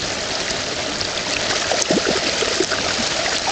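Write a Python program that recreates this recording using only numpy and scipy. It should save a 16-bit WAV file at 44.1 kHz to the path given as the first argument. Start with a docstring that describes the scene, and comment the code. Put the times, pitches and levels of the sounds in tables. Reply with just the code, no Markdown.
"""A steady rush of water: a shallow stream over stones, from the bank, on a small mono microphone.
Swarms of tiny ringing bubbles and fine spray ride on it, swelling as the water churns and wavelets
break. Close to the microphone single bubbles plink and drops slap the surface; halfway through,
a run of big air pockets gurgles up. A limiter ducks the stream briefly after the sharpest peaks."""
import sys
import numpy as np
from scipy import signal
from scipy.fft import rfft, irfft, next_fast_len
from scipy.io import wavfile
from scipy.ndimage import uniform_filter1d

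SR = 44100
rng = np.random.default_rng(int(sys.argv[2]) if len(sys.argv) > 2 else 0)


def dump_mix(stems):
    """Bounce the given channels to the path in sys.argv[1] as a 16-bit WAV at rate SR."""
    frames = np.atleast_2d(stems).T  # one column per channel
    limited = np.clip(frames, -1, 1)  # hard clip at full scale
    pcm = np.round(limited * 32767).astype(np.int16)
    wavfile.write(sys.argv[1], SR, pcm)


N = 154791

# how hard the water churns: t/s, level/dB
CHURN_LEVEL = [(0, -1.5), (.45, -1.5), (.55, -3), (.9, -1.5), (1.25, -2.1), (1.5, 0), (1.8, -2.5),
               (1.87, 8), (2, 0), (2.08, 0), (2.22, -.5), (2.35, 1.5), (2.68, 0.5), (2.9, 1.5), (3.1, 0.5),
               (3.3, 3), (3.43, -1), (3.51, 2)]
# wavelets breaking: t/s at the crest, length/s, extra churn/dB
WAVELETS = [(0.498, .03, 1.5), (1.002, 0.018, 1), (1.331, 0.028, 4), (1.509, 0.02, 9), (1.568, 0.025, 6),
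            (1.608, .04, 4.5), (1.71, 0.039, 6.5), (1.796, 0.078, 6), (1.915, 0.015, 5.5),
            (2.116, 0.018, 4), (2.169, .04, 5), (2.276, 0.057, 2.5), (2.39, 0.029, 5), (2.537, 0.052, 2.5),
            (2.577, 0.052, 1.5), (2.718, 0.017, 5.5), (3.069, 0.038, 3.5), (3.19, .03, 0.5),
            (3.344, 0.033, 4)]
# the rush from the bank: f/Hz, relative level/dB
RUSH_SPECTRUM = [(15, -34), (28, -18.5), (60, -10), (90, -4.5), (109, -6.5), (130, -9), (200, -6),
                 (400, -5), (530, -5.5), (605, -2.5), (700, -8), (800, -7.5), (940, -11.5), (1070, -14),
                 (1190, -9.5), (1900, -8), (2500, -12), (3500, -11.5), (4800, -10), (6800, -15),
                 (7900, -25), (8800, -42), (9500, -76.5)]
# how closely the rush follows the churn: f/Hz, follow/(dB per dB)
RUSH_FOLLOW = [(100, .1), (600, 0.29), (1500, 0.48), (5000, 1.0)]
# bubble swarms: lowest f/Hz, highest f/Hz, rate/(1/s), spread/dB, level/dB, follow/(dB per dB), ring/cycles
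BUBBLE_SWARMS = [(333, 560, 180, 5.5, -38, 1.5, 4), (579, 690, 160, 2, -33.5, 0.28, 9.5),
                 (700, 950, 90, 0, -42, 1.6, 4.6), (1196, 2200, 260, 3.5, -36.5, 1.35, 8.5),
                 (2310, 4000, 900, 4, -34, 0.45, 4.5), (3990, 7220, 1500, 5, -30.5, 0.56, 3)]
# fine spray: f/Hz, rate/(1/s), spread/dB, level/dB
FINE_SPRAY = [(3700, 200, 5, -36), (7700, 190, 4.5, -39)]
# small bubbles near the microphone: t/s, f/Hz, level/dB
CLOSE_BUBBLES = [(.353, 4840, -10), (.4033, 5370, -13), (0.415, 4150, -18), (.5003, 4500, -15),
                 (.482, 1890, -17), (.5065, 6300, -13.5), (0.5073, 4890, -11.5), (1.0132, 5100, -6),
                 (1.051, 4620, -10), (1.1765, 3450, -13.5), (1.366, 2440, -11), (1.511, 1630, -14),
                 (1.529, 1200, -20), (1.561, 2700, -17), (1.619, 1730, -20), (1.3085, 2040, -19),
                 (1.338, 2660, -14), (1.643, 1580, -17.5), (1.697, 1520, -21), (1.7933, 4470, -8),
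                 (1.823, 6130, 2), (1.858, 2800, -8.5), (2.054, 1430, -12), (2.2668, 2600, -14),
                 (2.2695, 4550, -12), (2.276, 4620, -12), (2.2952, 4250, -9), (2.4117, 3120, -11.5),
                 (2.625, 1510, -18), (2.6368, 6360, -7), (2.646, 5530, -13), (2.719, 1400, -15),
                 (2.732, 1480, -13), (2.785, 1600, -16), (2.906, 1480, -14), (3.032, 5200, -14),
                 (3.0683, 5120, -10), (3.261, 1920, -13.5), (3.293, 4720, -12), (3.316, 1470, -20),
                 (3.3285, 1500, -19), (3.3445, 1450, -22), (3.364, 4270, -11), (3.365, 3320, -14.5)]
# drops slapping the surface: t/s, level/dB, f/Hz
DROPS = [(0.48, -2, 4600), (0.51, -1, 7300), (0.511, -9, 5230), (1.0515, -10, 4600), (1.18, -7, 6900),
         (1.264, -19, 4600), (1.3085, -1, 6500), (1.337, -1, 6440), (1.341, -11, 4600), (1.368, -2, 3000),
         (1.4148, -3, 6100), (1.619, -0.5, 3500), (1.8115, -11.5, 6900), (1.8234, -13, 7000),
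         (2.2675, -13, 3500), (2.411, -1, 7500), (2.559, -9, 7500), (2.6464, 0, 5700), (3.074, -2, 7400),
         (3.359, -5, 7540), (3.384, 1.5, 7100), (3.4947, -0.5, 6700)]
# big air pockets close by: t/s, length/s, f/Hz at the loudest point, rise/octaves, level/dB
AIR_POCKETS = [(0.872, 0.078, 285.4, 0.2, -26), (1.263, 0.022, 967, 0.5, -25),
               (1.525, .018, 730, 0.3, -19.5), (1.7148, 0.0069, 632, -0.1, -5.5),
               (1.72, 0.0079, 680, 0.4, -15), (1.73, 0.021, 500, -0, -15.5), (1.741, 0.021, 664, 0.16, -14),
               (1.903, 0.0079, 570, 0, -7.5), (1.907, 0.01, 324, 0.57, -1.5), (1.915, 0.021, 610, 0.5, -11),
               (1.924, 0.063, 184, 0.94, -14), (1.928, 0.022, 627, .3, -11.5), (1.963, .021, 305, 1, -11),
               (1.974, 0.014, 445, .5, -10.5), (2.065, 0.016, 426, 0.2, -16),
               (2.087, 0.0096, 364, 0.2, -6.5), (2.098, 0.015, 510, 0.2, -16),
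               (2.104, 0.018, 208, -0.7, -16.5), (2.111, 0.01, 667, -0, -14.5),
               (2.126, 0.029, 642, 0.5, -17.5), (2.152, 0.022, 402, -0.2, -14.5),
               (2.173, 0.015, 452, 0.3, -19), (2.261, 0.04, 303, -0.4, -23), (2.285, 0.017, 497, 0.4, -19),
               (2.421, 0.018, 416, 0.45, -10.5), (2.477, .016, 430, 0.4, -19),
               (2.509, 0.023, 456, 0.4, -19.5), (2.601, 0.019, 362, 0.16, -7.5),
               (2.617, 0.026, 362, -0.15, -17.5), (2.861, .016, 650, 0.7, -15.5),
               (2.979, 0.061, 232, -0.05, -21), (3.186, 0.034, 645, 0.06, -18),
               (3.276, 0.016, 710, 0.3, -18), (3.469, 0.018, 880, 0.2, -18),
               (3.476, 0.04, 767, 0.35, -16.5)]
# treble roll-off on everything but the rush: f/Hz, gain/dB
NEAR_ROLLOFF = [(5000, 0), (6500, -2), (7400, -1.5), (8200, -7.5), (8900, -26)]

RUSH_DB, PATCH_DB, FLICKER_DB = -24, 1.53, 1.5
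RING_CYCLES, ONSET_CYCLES, RISE_PER_RING = 4.6, 1.13, 0.017  # plink decay; any bubble's attack, pitch rise
SATELLITE_DB, SATELLITE_S, SATELLITE_OCTAVES = -11, 0.01, 0.33  # round a plink: level, time and pitch scatter
TICK_DECAY_S = 0.00016
GURGLE_SKEW = 0.57  # under 1: swells faster than it dies
LIMIT_DB, LIMIT_ATTACK_S, RECOVER_DB_PER_S = -0.5, 0.002, 63
LIMIT_TREBLE_WEIGHT, BAND_EDGE_HZ = 2.09, 9076


def amp(db):
    """Decibels to gain."""
    return 10 ** (np.asarray(db) / 20)


def unit_rms(x):
    """Scales to rms 1."""
    return x / np.sqrt(np.mean(x ** 2) + 1e-20)


def at_hz(table, hz):
    """Reads a table on a log-frequency axis."""
    f, value = np.transpose(table)
    return np.interp(np.log(hz + 1), np.log(f + 1), value)


def add(mix, s, sound):
    """Mixes a sound in at time s."""
    part = mix[max(round(s * SR), 0):][:len(sound)]
    part += sound[:len(part)]


def churn():
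    """How hard the water works, in dB: slow surges plus short swells as wavelets break."""
    t = np.arange(N) / SR
    wavelets = sum(db * np.exp(-(2 * (t - s) / length) ** 2) for s, length, db in WAVELETS)
    return np.interp(t, *np.transpose(CHURN_LEVEL)) + wavelets


def rush(churn_db, size=1024, hop=256):
    """The whole stream blends into one noise at the bank, with drifting patches and a quick flicker."""
    frames, hz = N // hop + 5, np.fft.rfftfreq(size, 1 / SR)
    real, imag, patches = rng.standard_normal((3, frames, len(hz)))
    patches = uniform_filter1d(patches, size=6, axis=0)  # smooth in time
    patches = unit_rms(uniform_filter1d(patches, size=12, axis=1))  # and in frequency
    surge_db = np.interp(np.arange(frames) * hop, np.arange(N), churn_db)[:, None] * at_hz(RUSH_FOLLOW, hz)
    spectra = (real + 1j * imag) * amp(at_hz(RUSH_SPECTRUM, hz) + PATCH_DB * patches + surge_db)
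    noise = signal.istft(spectra.T, nperseg=size, noverlap=size - hop)[1][:N]
    flicker = unit_rms(uniform_filter1d(rng.standard_normal(N), size=400))
    return amp(RUSH_DB) * unit_rms(noise * amp(FLICKER_DB * flicker))


def impacts(per_s, spread_db):
    """Random impulses: many small, a few large."""
    size = amp(spread_db * np.minimum(rng.exponential(1, N), 4))
    return size * rng.choice([-1, 1], N) * (rng.random(N) < per_s / SR)


def bubble(hz, ring_cycles):
    """A bubble rings for a few cycles, rising in pitch as it nears the surface."""
    cycles = np.arange(0, 6 * ring_cycles, hz / SR)
    age = cycles / ring_cycles
    envelope = (1 - np.exp(-cycles / ONSET_CYCLES)) * np.exp(-age)
    return envelope / envelope.max() * np.sin(2 * np.pi * cycles * (1 + RISE_PER_RING * age / 2))


def swarm(churn_db, lo_hz, hi_hz, per_s, spread_db, db, follow, ring_cycles, sizes=16):
    """Countless bubbles of one range of sizes, louder where the water churns."""
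    pitches = lo_hz * (hi_hz / lo_hz) ** ((np.arange(sizes) + rng.random(sizes)) / sizes)
    ringing = np.zeros(N)
    for hz in pitches:
        ringing += signal.oaconvolve(impacts(per_s / sizes, spread_db), bubble(hz, ring_cycles))[:N]
    return amp(db) * unit_rms(ringing * amp(follow * churn_db))


def drop_tick(hz):
    """The brief tick of a drop landing on the water."""
    t = np.arange(64) / SR
    return np.exp(-t / TICK_DECAY_S) * np.sin(2 * np.pi * hz * t)


def spray(churn_db, hz, per_s, spread_db, db):
    """Fine droplets fall back on the stream, louder as it churns."""
    ticks = signal.oaconvolve(impacts(per_s, spread_db), drop_tick(hz))[:N]
    return amp(db) * unit_rms(ticks * amp(churn_db))


def plinks(satellites=4):
    """Bubbles ring close to the microphone, each with a few weaker ones trapped alongside."""
    out = np.zeros(N)
    clusters = rng.uniform(-1, 1, (len(CLOSE_BUBBLES), satellites, 2))
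    for (s, hz, db), cluster in zip(CLOSE_BUBBLES, clusters):
        add(out, s, amp(db) * bubble(hz, RING_CYCLES))
        for offset, detune in cluster:
            satellite = bubble(hz * 2 ** (SATELLITE_OCTAVES * detune), RING_CYCLES)
            add(out, s + SATELLITE_S * offset, amp(db + SATELLITE_DB) * satellite)
    return out


def gurgle(length_s, hz, octaves, db):
    """A large air pocket close by swells, glides in pitch and closes."""
    progress = np.arange(0, length_s, 1 / SR) / length_s
    crest = 0.5 ** (1 / GURGLE_SKEW)
    pitch = hz * 2 ** (octaves * (progress - crest))
    envelope = np.sin(np.pi * progress ** GURGLE_SKEW) ** 2
    return amp(db) * envelope * np.sin(2 * np.pi * np.cumsum(pitch) / SR)


def scene():
    """From the bank: bubbles, spray, drops and gurgles up close, the rush behind them."""
    churn_db = churn()
    near = plinks()
    near += sum(spray(churn_db, *row) for row in FINE_SPRAY)
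    near += sum(swarm(churn_db, *row) for row in BUBBLE_SWARMS)
    for s, db, hz in DROPS:
        add(near, s, amp(db) * drop_tick(hz))
    for s, *pocket in AIR_POCKETS:
        add(near, s, gurgle(*pocket))
    size = next_fast_len(N)
    rolloff = amp(at_hz(NEAR_ROLLOFF, np.fft.rfftfreq(size, 1 / SR)))
    near = irfft(rfft(near, size) * rolloff, size)[:N]
    return (near + rush(churn_db))[None]


def record(dry):
    """After the microphone, a limiter ducks on sharp, bright peaks and a low-pass cuts the top."""
    detector = abs(dry[0] + LIMIT_TREBLE_WEIGHT * np.diff(dry[0], prepend=0))
    over_db = np.maximum(20 * np.log10(detector + 1e-9) - LIMIT_DB, 0)
    recovery_db = np.arange(N) * RECOVER_DB_PER_S / SR
    held_db = np.maximum.accumulate(over_db + recovery_db) - recovery_db  # each peak ebbs at a steady rate
    pole = np.exp(-1 / (LIMIT_ATTACK_S * SR))
    duck_db = signal.lfilter([1 - pole], [1, -pole], held_db)
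    lowpass = signal.firwin(511, BAND_EDGE_HZ, window=("kaiser", 9), fs=SR)
    return signal.oaconvolve(dry * amp(-duck_db), lowpass[None], "same")


dry = scene()
out = record(dry)
dump_mix(out)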